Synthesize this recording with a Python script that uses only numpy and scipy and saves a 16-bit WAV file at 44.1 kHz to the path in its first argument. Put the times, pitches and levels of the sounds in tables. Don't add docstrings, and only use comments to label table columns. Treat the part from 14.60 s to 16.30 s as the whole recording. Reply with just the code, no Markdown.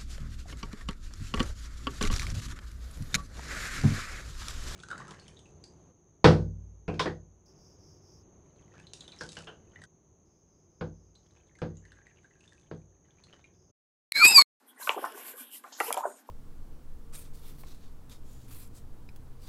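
import sys
import numpy as np
from scipy import signal
from scipy.fft import rfft, irfft
from scipy.io import wavfile
from scipy.ndimage import uniform_filter1d

SR = 44100
rng = np.random.default_rng(int(sys.argv[2]) if len(sys.argv) > 2 else 0)


def log_audio(samples):
    frames = np.atleast_2d(samples).T
    limited = np.clip(frames, -1, 1)
    pcm = np.round(limited * 32767).astype(np.int16)
    wavfile.write(sys.argv[1], SR, pcm)


def voltage_ratio(level):
    return 10 ** (np.asarray(level, float) / 20)


N = 74970

# pitch_hz, level_db
ROOM_COLOUR = [(120, -15), (272, -7), (552, -23.5), (800, -13.5), (2100, -26.5), (5500, -31), (9000, -32),
               (14500, -29.5)]
# time_s, level_db
PAGE_MOVEMENT = [
    (0.0, -72.5),
    (.2, -64),
    (0.458, -50),
    (.7, -57),
    (.85, -65),
    (1.02, -73.5),
    (1.3, -53.5),
    (1.55, -66),
    (1.7, -71.5),
]
# pitch_hz, level_db
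RUSTLE_COLOUR = [(150, -39), (250, -6), (398, 5), (938, -0.5), (1090, 10.5), (1280, -10.5), (1460, 8),
                 (4000, -30.5), (5200, -145), (8800, -120)]
# start_s, length_s, level_db, drag_db (coarse drag relative to fine hiss)
STROKES = [(0.056, 0.085, -57, -29), (0.168, 0.15, -45, -4), (0.237, 0.15, -52.5, 2.5),
           (0.298, 0.3, -52, -10.5), (0.522, 0.15, -48, -8), (0.609, 0.17, -46.5, -8.5),
           (0.734, 0.15, -46, -10), (0.838, 0.081, -57, -43), (0.886, 0.14, -46, -7),
           (0.946, 0.32, -65.5, -1.5), (1.149, 0.24, -42.5, -6.5), (1.33, 0.12, -52.5, 0.5),
           (1.411, 0.17, -63.5, -2.5), (1.53, 0.12, -63, -2), (1.65, 0.078, -70, -4)]
# pitch_hz, level_db
HISS_COLOUR = [(4410, -67), (7500, -28), (8100, -5.5), (12300, 7.5), (13600, 0.5), (14500, -4.5)]
# pitch_hz, level_db
DRAG_COLOUR = [(1700, -18), (2500, -7), (3600, -7.5), (4500, -12), (5600, -6.5), (6500, -7), (7500, -2),
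               (9500, -13), (11000, -34)]
# start_s, length_s, level_db, pitch_hz, width_hz
SLIDES = [(0.077, 0.063, -65.5, 3320, 320), (0.14, 0.12, -69, 9200, 504), (0.25, 0.43, -57, 3000, 980),
          (0.37, 0.24, -64, 5280, 1100), (0.57, 0.22, -54.5, 2780, 2340), (0.739, 0.12, -59.5, 1590, 190),
          (.735, 0.097, -61.5, 1175, 140), (1.09, 0.069, -70.5, 1820, 100), (0.767, 0.17, -57.5, 3250, 800),
          (.9, 0.093, -56, 3020, 410), (.78, 0.078, -67, 2380, 150), (.226, .014, -47.5, 4100, 280),
          (1.27, 0.041, -48, 2950, 280), (1.036, 0.12, -74, 4000, 490), (1.228, 0.12, -49, 2670, 880),
          (0.158, .08, -60, 1900, 410), (0.1546, 0.12, -64, 850, 220), (0.446, 0.024, -60, 5440, 1400),
          (0.94, .05, -65.5, 2020, 150), (1.372, 0.27, -62, 6940, 390), (1.417, 0.21, -57.5, 8670, 1700),
          (1.552, 0.06, -67.5, 1400, 79), (0.645, 0.07, -62.5, 4600, 880)]
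# time_s, peak_db, pitch_hz,
# shudder_s, spread_octaves
POPS = [(0.193, -47.5, 850, 0.014, .4), (0.208, -41.5, 1370, 0.03, 0.66),
        (0.271, -27.5, 1126, 0.013, 0.53), (0.292, -19.5, 1010, 0.005, 0.6),
        (0.301, -30.5, 1290, 0.021, 0.87), (0.36, -35.5, 575, 0.044, 0.64),
        (0.422, -33, 730, 0.027, 0.78), (0.439, -27.5, 1080, 0.03, 0.64),
        (0.465, -42.5, 990, 0.041, 0.52), (0.533, -43, 395.4, 0.024, 0.13),
        (0.731, -49, 544, 0.018, 0.18), (0.797, -50, 252, 0.0055, 0.073),
        (1.0372, -39.5, 980, 0.024, 0.71), (1.061, -45.5, 1160, 0.026, 0.86),
                (1.12, -47.5, 860, 0.0025, 0.55), (1.185, -41.5, 990, 0.018, 0.88),
                (1.202, -21, 1160, 0.013, 0.72), (1.237, -36, 1110, 0.012, 0.43),
                (1.339, -30.5, 910, 0.017, 0.65), (1.368, -26, 930, 0.021, 0.63),
                (1.388, -36.5, 856, 0.036, 0.62), (1.432, -30, 1003, 0.035, 0.55),
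                (1.468, -40.5, 810, 0.026, 0.77)]
# peak_time_s, peak_db, pitch_hz, swell_s
FOLDS = [(.222, -43, 1000, 0.0048), (0.224, -49, 1535, .008), (.252, -45.5, 1045, .01),
         (.276, -26, 1090, 0.0019), (.276, -27.5, 1456, 0.0019), (.277, -37, 608, 0.0037),
         (0.2946, -16, 896, 0.0013), (.298, -25.5, 1010, 0.0011), (.303, -33, 2300, 0.0035),
         (.305, -24.5, 1096, .003), (.316, -42, 1175, 0.00288), (.3465, -28.5, 890, 0.00219),
         (.366, -34, 396, 0.00431), (.372, -31.5, 487, 0.0017), (.377, -26.5, 790, 0.00193),
         (0.381, -30, 1130, 0.00204), (.386, -36.5, 543, 0.0019), (0.391, -34, 370, .003),
         (.399, -43, 755, 0.0026), (.426, -37, 498, 0.00273), (.443, -24, 1050, 0.00244),
         (.443, -31, 1510, .0025), (.442, -30.5, 805, 0.0024), (.452, -32.5, 960, 0.0019),
         (1.045, -44.5, 1183, .006), (1.075, -55.5, 804, .012), (1.207, -26, 784.6, .006),
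                 (1.207, -28, 1196, .003), (1.213, -26, 1333, .003), (1.204, -33, 2010, .003),
                 (1.205, -33, 2410, .004), (1.209, -35.5, 2870, .005), (1.209, -31.5, 419, 0.0033),
                 (1.218, -30, 760, .002), (1.234, -45, 743, .004), (1.243, -37, 896, .003),
                 (1.267, -40.5, 823, .004), (1.288, -34, 474, .01), (1.285, -37.5, 977, .008),
                 (1.315, -30, 650, .002), (1.315, -34, 1274, .002), (1.37, -28, 608, .002),
                 (1.374, -24.5, 982, .003), (1.381, -26.5, 705, .002), (1.392, -34.5, 910, .002),
                 (1.408, -29, 920, .002), (1.432, -34.5, 1110, .004), (1.44, -26.5, 883, .002),
                 (1.446, -27, 890, .002), (1.455, -19, 670, .0025), (1.457, -34.5, 1508, .003),
                 (1.463, -29, 1006, .002), (1.466, -36, 620, .002), (1.471, -38.5, 390, 0.0091),
                 (1.306, -33.5, 1470, 0.00161), (1.691, -34.5, 992, .002), (1.691, -39.5, 504, .002)]
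# time_s, peak_db, pitch_hz, ring_cycles
CREASES = [
    (.2738, -27, 2300, 7.0),
    (1.039, -50, 3000, 7.0),
    (1.2023, -16.5, 1900, 4.0),
    (1.369, -32, 3000, 7.0),
    (.2933, -9.5, 2600, 7.0),
    (1.3055, -17, 880, 3.2),
]
# time_s, peak_db, length_s
SNAPS = [
    (0.446, -38, 0.016),
    (0.52, -41.5, 0.0048),
    (1.037, -53, 0.0074),
    (1.334, -30, 0.0032),
    (1.3253, -17, .0034),
    (1.2, -25.5, 0.0057),
    (1.341, -25.5, 0.0049),
    (1.373, -34, 0.0046),
    (1.375, -33, 0.0014),
]
# pitch_hz, width_hz, level_db
BACKING_RESONANCES = [(2300, 160, -6), (3243, 300, -5), (5040, 350, -10), (7900, 1080, -2),
                      (10440, 1900, 3.5), (13300, 1600, -4.5)]
# time_s, level_db
PEEL_STRENGTH = [
    (1.06, -96),
    (1.115, -77),
    (1.126, -47),
    (1.165, -52.5),
    (1.2, -49.5),
    (1.3, -64),
    (1.34, -69),
    (1.39, -57),
    (1.43, -77),
]
# pitch_hz, level_db
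FIZZ_COLOUR = [(1600, -43), (2700, -3.5), (4200, -0.5), (5400, 3), (7000, 2), (7900, -8), (10000, -53)]


def rms_one(x):
    return x / np.sqrt(np.mean(x ** 2) + 1e-20)


def in_time(rows):
    return np.interp(np.arange(N) / SR, *np.transpose(rows))


def drift(rate_hz):
    r = np.exp(-40 * np.pi * rate_hz / SR)
    noise = rng.standard_normal(N // 20 + 2002)
    slow = signal.lfilter([1], [1, -2 * r, r * r], noise)[2000:]
    return np.interp(np.arange(N) / 20, np.arange(len(slow)), rms_one(slow))


def shaped(x, colour):
    hz, db = np.transpose(colour)
    pitches = np.log(np.fft.rfftfreq(len(x), 1 / SR) + 1)
    return irfft(rfft(x) * voltage_ratio(np.interp(pitches, np.log(hz), db)), len(x))


def grains(colour, per_s, spread_db, patchy_db, patch_rate_hz):
    happens = rng.random(N) < per_s / SR
    size = voltage_ratio(spread_db * np.minimum(rng.exponential(1, N), 4))
    x = shaped(happens * size * rng.standard_normal(N), colour)
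    edges = 100 * 2 ** np.arange(0, 7.7, 0.3)
    out = np.zeros(N)
    for k, (low, high) in enumerate(zip(edges, edges[1:])):
        patches = voltage_ratio(patchy_db * drift(patch_rate_hz))
        band = signal.butter(2, [low, high], "band", fs=SR, output="sos")
        out += (-1) ** k * patches * signal.sosfilt(band, x)
    return rms_one(out)


def ring(x, hz, t60_s):
    r, w = voltage_ratio(-60 / (t60_s * SR)), 2 * np.pi * hz / SR
    return signal.lfilter([np.sin(w)], [1, -2 * r * np.cos(w), r * r], x + 1e-18)


def whisper(hz, width_hz):
    t60_s = np.log(1000) / np.pi / width_hz
    return rms_one(ring(ring(rng.standard_normal(N), hz, t60_s), hz, t60_s))


def arch(start_s, length_s, skew):
    progress = np.clip((np.arange(N) / SR - start_s) / length_s, 0, 1)
    return np.sin(np.pi * progress ** skew)


def add(out, start_s, peak_db, x):
    i = int(start_s * SR)
    out[i:i + len(x)] += (voltage_ratio(peak_db) * x / np.abs(x).max())[:N - i]


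def room_tone():
    hiss = voltage_ratio(-66.5) * grains(ROOM_COLOUR, 27000, 0.1, 0.95, 6)
    hum = voltage_ratio(-71.5 + 1.0 * drift(10)) * whisper(hz=258.6, width_hz=37)
    return hiss + hum


def rustle():
    return voltage_ratio(in_time(PAGE_MOVEMENT)) * grains(RUSTLE_COLOUR, 2200, 0.53, 5.4, 39)


def rubbing():
    hiss_level, drag_level = np.zeros(N), np.zeros(N)
    for start_s, length_s, level_db, drag_db in STROKES:
        hiss_level += voltage_ratio(level_db) * arch(start_s, length_s, skew=0.9) ** 2.4
        drag_level += voltage_ratio(level_db + drag_db) * arch(start_s, length_s, skew=0.93) ** 2.84
    hiss = hiss_level * grains(HISS_COLOUR, 15000, 1.2, 2.0, 12)
    drag = drag_level * grains(DRAG_COLOUR, 12000, 1.3, 3.0, 8)
    return hiss + drag


def slides():
    out = np.zeros(N)
    for start_s, length_s, level_db, hz, width_hz in SLIDES:
        swell = arch(start_s, length_s, skew=0.66) ** 1.38
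        out += voltage_ratio(level_db + 1.8 * drift(38)) * swell * whisper(hz, width_hz)
    return out


def pops():
    out, t = np.zeros(N), np.arange(6000) / SR
    page_pitches = np.geomspace(250, 3400, 26)
    for time_s, peak_db, hz, shudder_s, octaves in POPS:
        body = np.exp(-(t / shudder_s) ** 3.4)
        tail = voltage_ratio(-12.5) * np.exp(-t / 0.021)
        shudder = rng.standard_normal(len(t)) * (body + tail)
        shudder[0] = 2.7
        shudder *= np.clip(0.15 + t / (0.13 * shudder_s), 0, 1)
        edges = [hz / 2 ** (2 * octaves), hz * 2 ** (2 * octaves)]
        shudder = signal.sosfilt(signal.butter(2, edges, "band", fs=SR, output="sos"), shudder)
        closeness = np.exp(-(np.log2(page_pitches / hz) / octaves) ** 2)
        chance = voltage_ratio(0.9 * rng.standard_normal(len(page_pitches)))
        strengths = closeness * chance * (page_pitches / hz) ** 0.81
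        pop = np.zeros(len(t))
        for k, (pitch, strength) in enumerate(zip(page_pitches, strengths)):
            pop += strength * (-1) ** k * ring(shudder, pitch, 7.12 / pitch)
        add(out, time_s, peak_db, pop)
    return out


def folds():
    out, t = np.zeros(N), np.arange(3500) / SR
    for peak_time_s, peak_db, hz, swell_s in FOLDS:
        wobble = 1 + 0.028 * rms_one(uniform_filter1d(rng.standard_normal(len(t)), size=150))
        start_phase = np.pi * rng.standard_normal()
        tone = np.sin(np.cumsum(2 * np.pi * hz * wobble / SR) + start_phase)
        swell = (t / swell_s) ** 2 * np.exp(-2 * t / swell_s)
        add(out, peak_time_s - swell_s, peak_db, swell * tone)
    return out


def creases():
    out, t = np.zeros(N), np.arange(1500) / SR
    grit = 0.022 * rng.standard_normal(len(t)) * np.exp(-t / 0.006)
    click = np.convolve((t == 0) + grit, np.hanning(9))
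    for time_s, peak_db, hz, cycles in CREASES:
        t60_s = cycles / hz
        main = ring(click, hz, t60_s)
        neighbour = ring(click, hz * 1.106, t60_s)
        overtone = ring(click, hz * 2.42, t60_s)
        add(out, time_s, peak_db, main - 1.048 * neighbour + 0.022 * overtone)
    return out


def snaps():
    out, t = np.zeros(N), np.arange(2000) / SR
    for time_s, peak_db, length_s in SNAPS:
        swell = (t / length_s) ** 2 * np.exp(-5.0 * t / length_s)
        burst = rng.standard_normal(len(t)) * swell
        snap = np.zeros(len(t))
        for hz, width_hz, level_db in BACKING_RESONANCES:
            t60_s = 2.0 / width_hz
            snap += voltage_ratio(level_db) * rms_one(ring(ring(burst, hz, t60_s), hz, t60_s))
        add(out, time_s, peak_db, snap)
    return out


def peel():
    return voltage_ratio(in_time(PEEL_STRENGTH)) * grains(FIZZ_COLOUR, 9000, 2.0, 3.5, 6)


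def room(x):
    t60_s, wall_cut_hz = 0.24, 3600
    w = 2j * np.pi * np.fft.rfftfreq(2 * N) * SR
    dull = 1 / (1 + w / (2 * np.pi * wall_cut_hz))
    echoes = 0
    for k, delay_s in enumerate(rng.uniform(0.006, 0.035, 8)):
        one_round = voltage_ratio(-60 * delay_s / t60_s) * dull * np.exp(-w * delay_s)
        echoes = echoes + (-1) ** k * one_round / (1 - one_round)
    return irfft(rfft(x, 2 * N) * echoes)[:N]


def scene():
    paper = rustle() + rubbing() + slides() + pops() + folds() + creases()
    desk = paper + snaps() + peel()
    return (desk + voltage_ratio(-18) * room(desk) + room_tone())[None]


def band_limit(x):
    return signal.sosfilt(signal.butter(12, 14780, fs=SR, output="sos"), x)


def record(dry):
    low_cut = signal.butter(8, 212, "high", fs=SR, output="sos")
    top_cut = signal.cheby2(10, 45, 15050, fs=SR, output="sos")
    mix = signal.sosfilt(low_cut, dry) + voltage_ratio(-39) * dry
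    mix = signal.sosfilt(top_cut, mix)
    return band_limit(mix)


dry = scene()
out = record(dry)
log_audio(out)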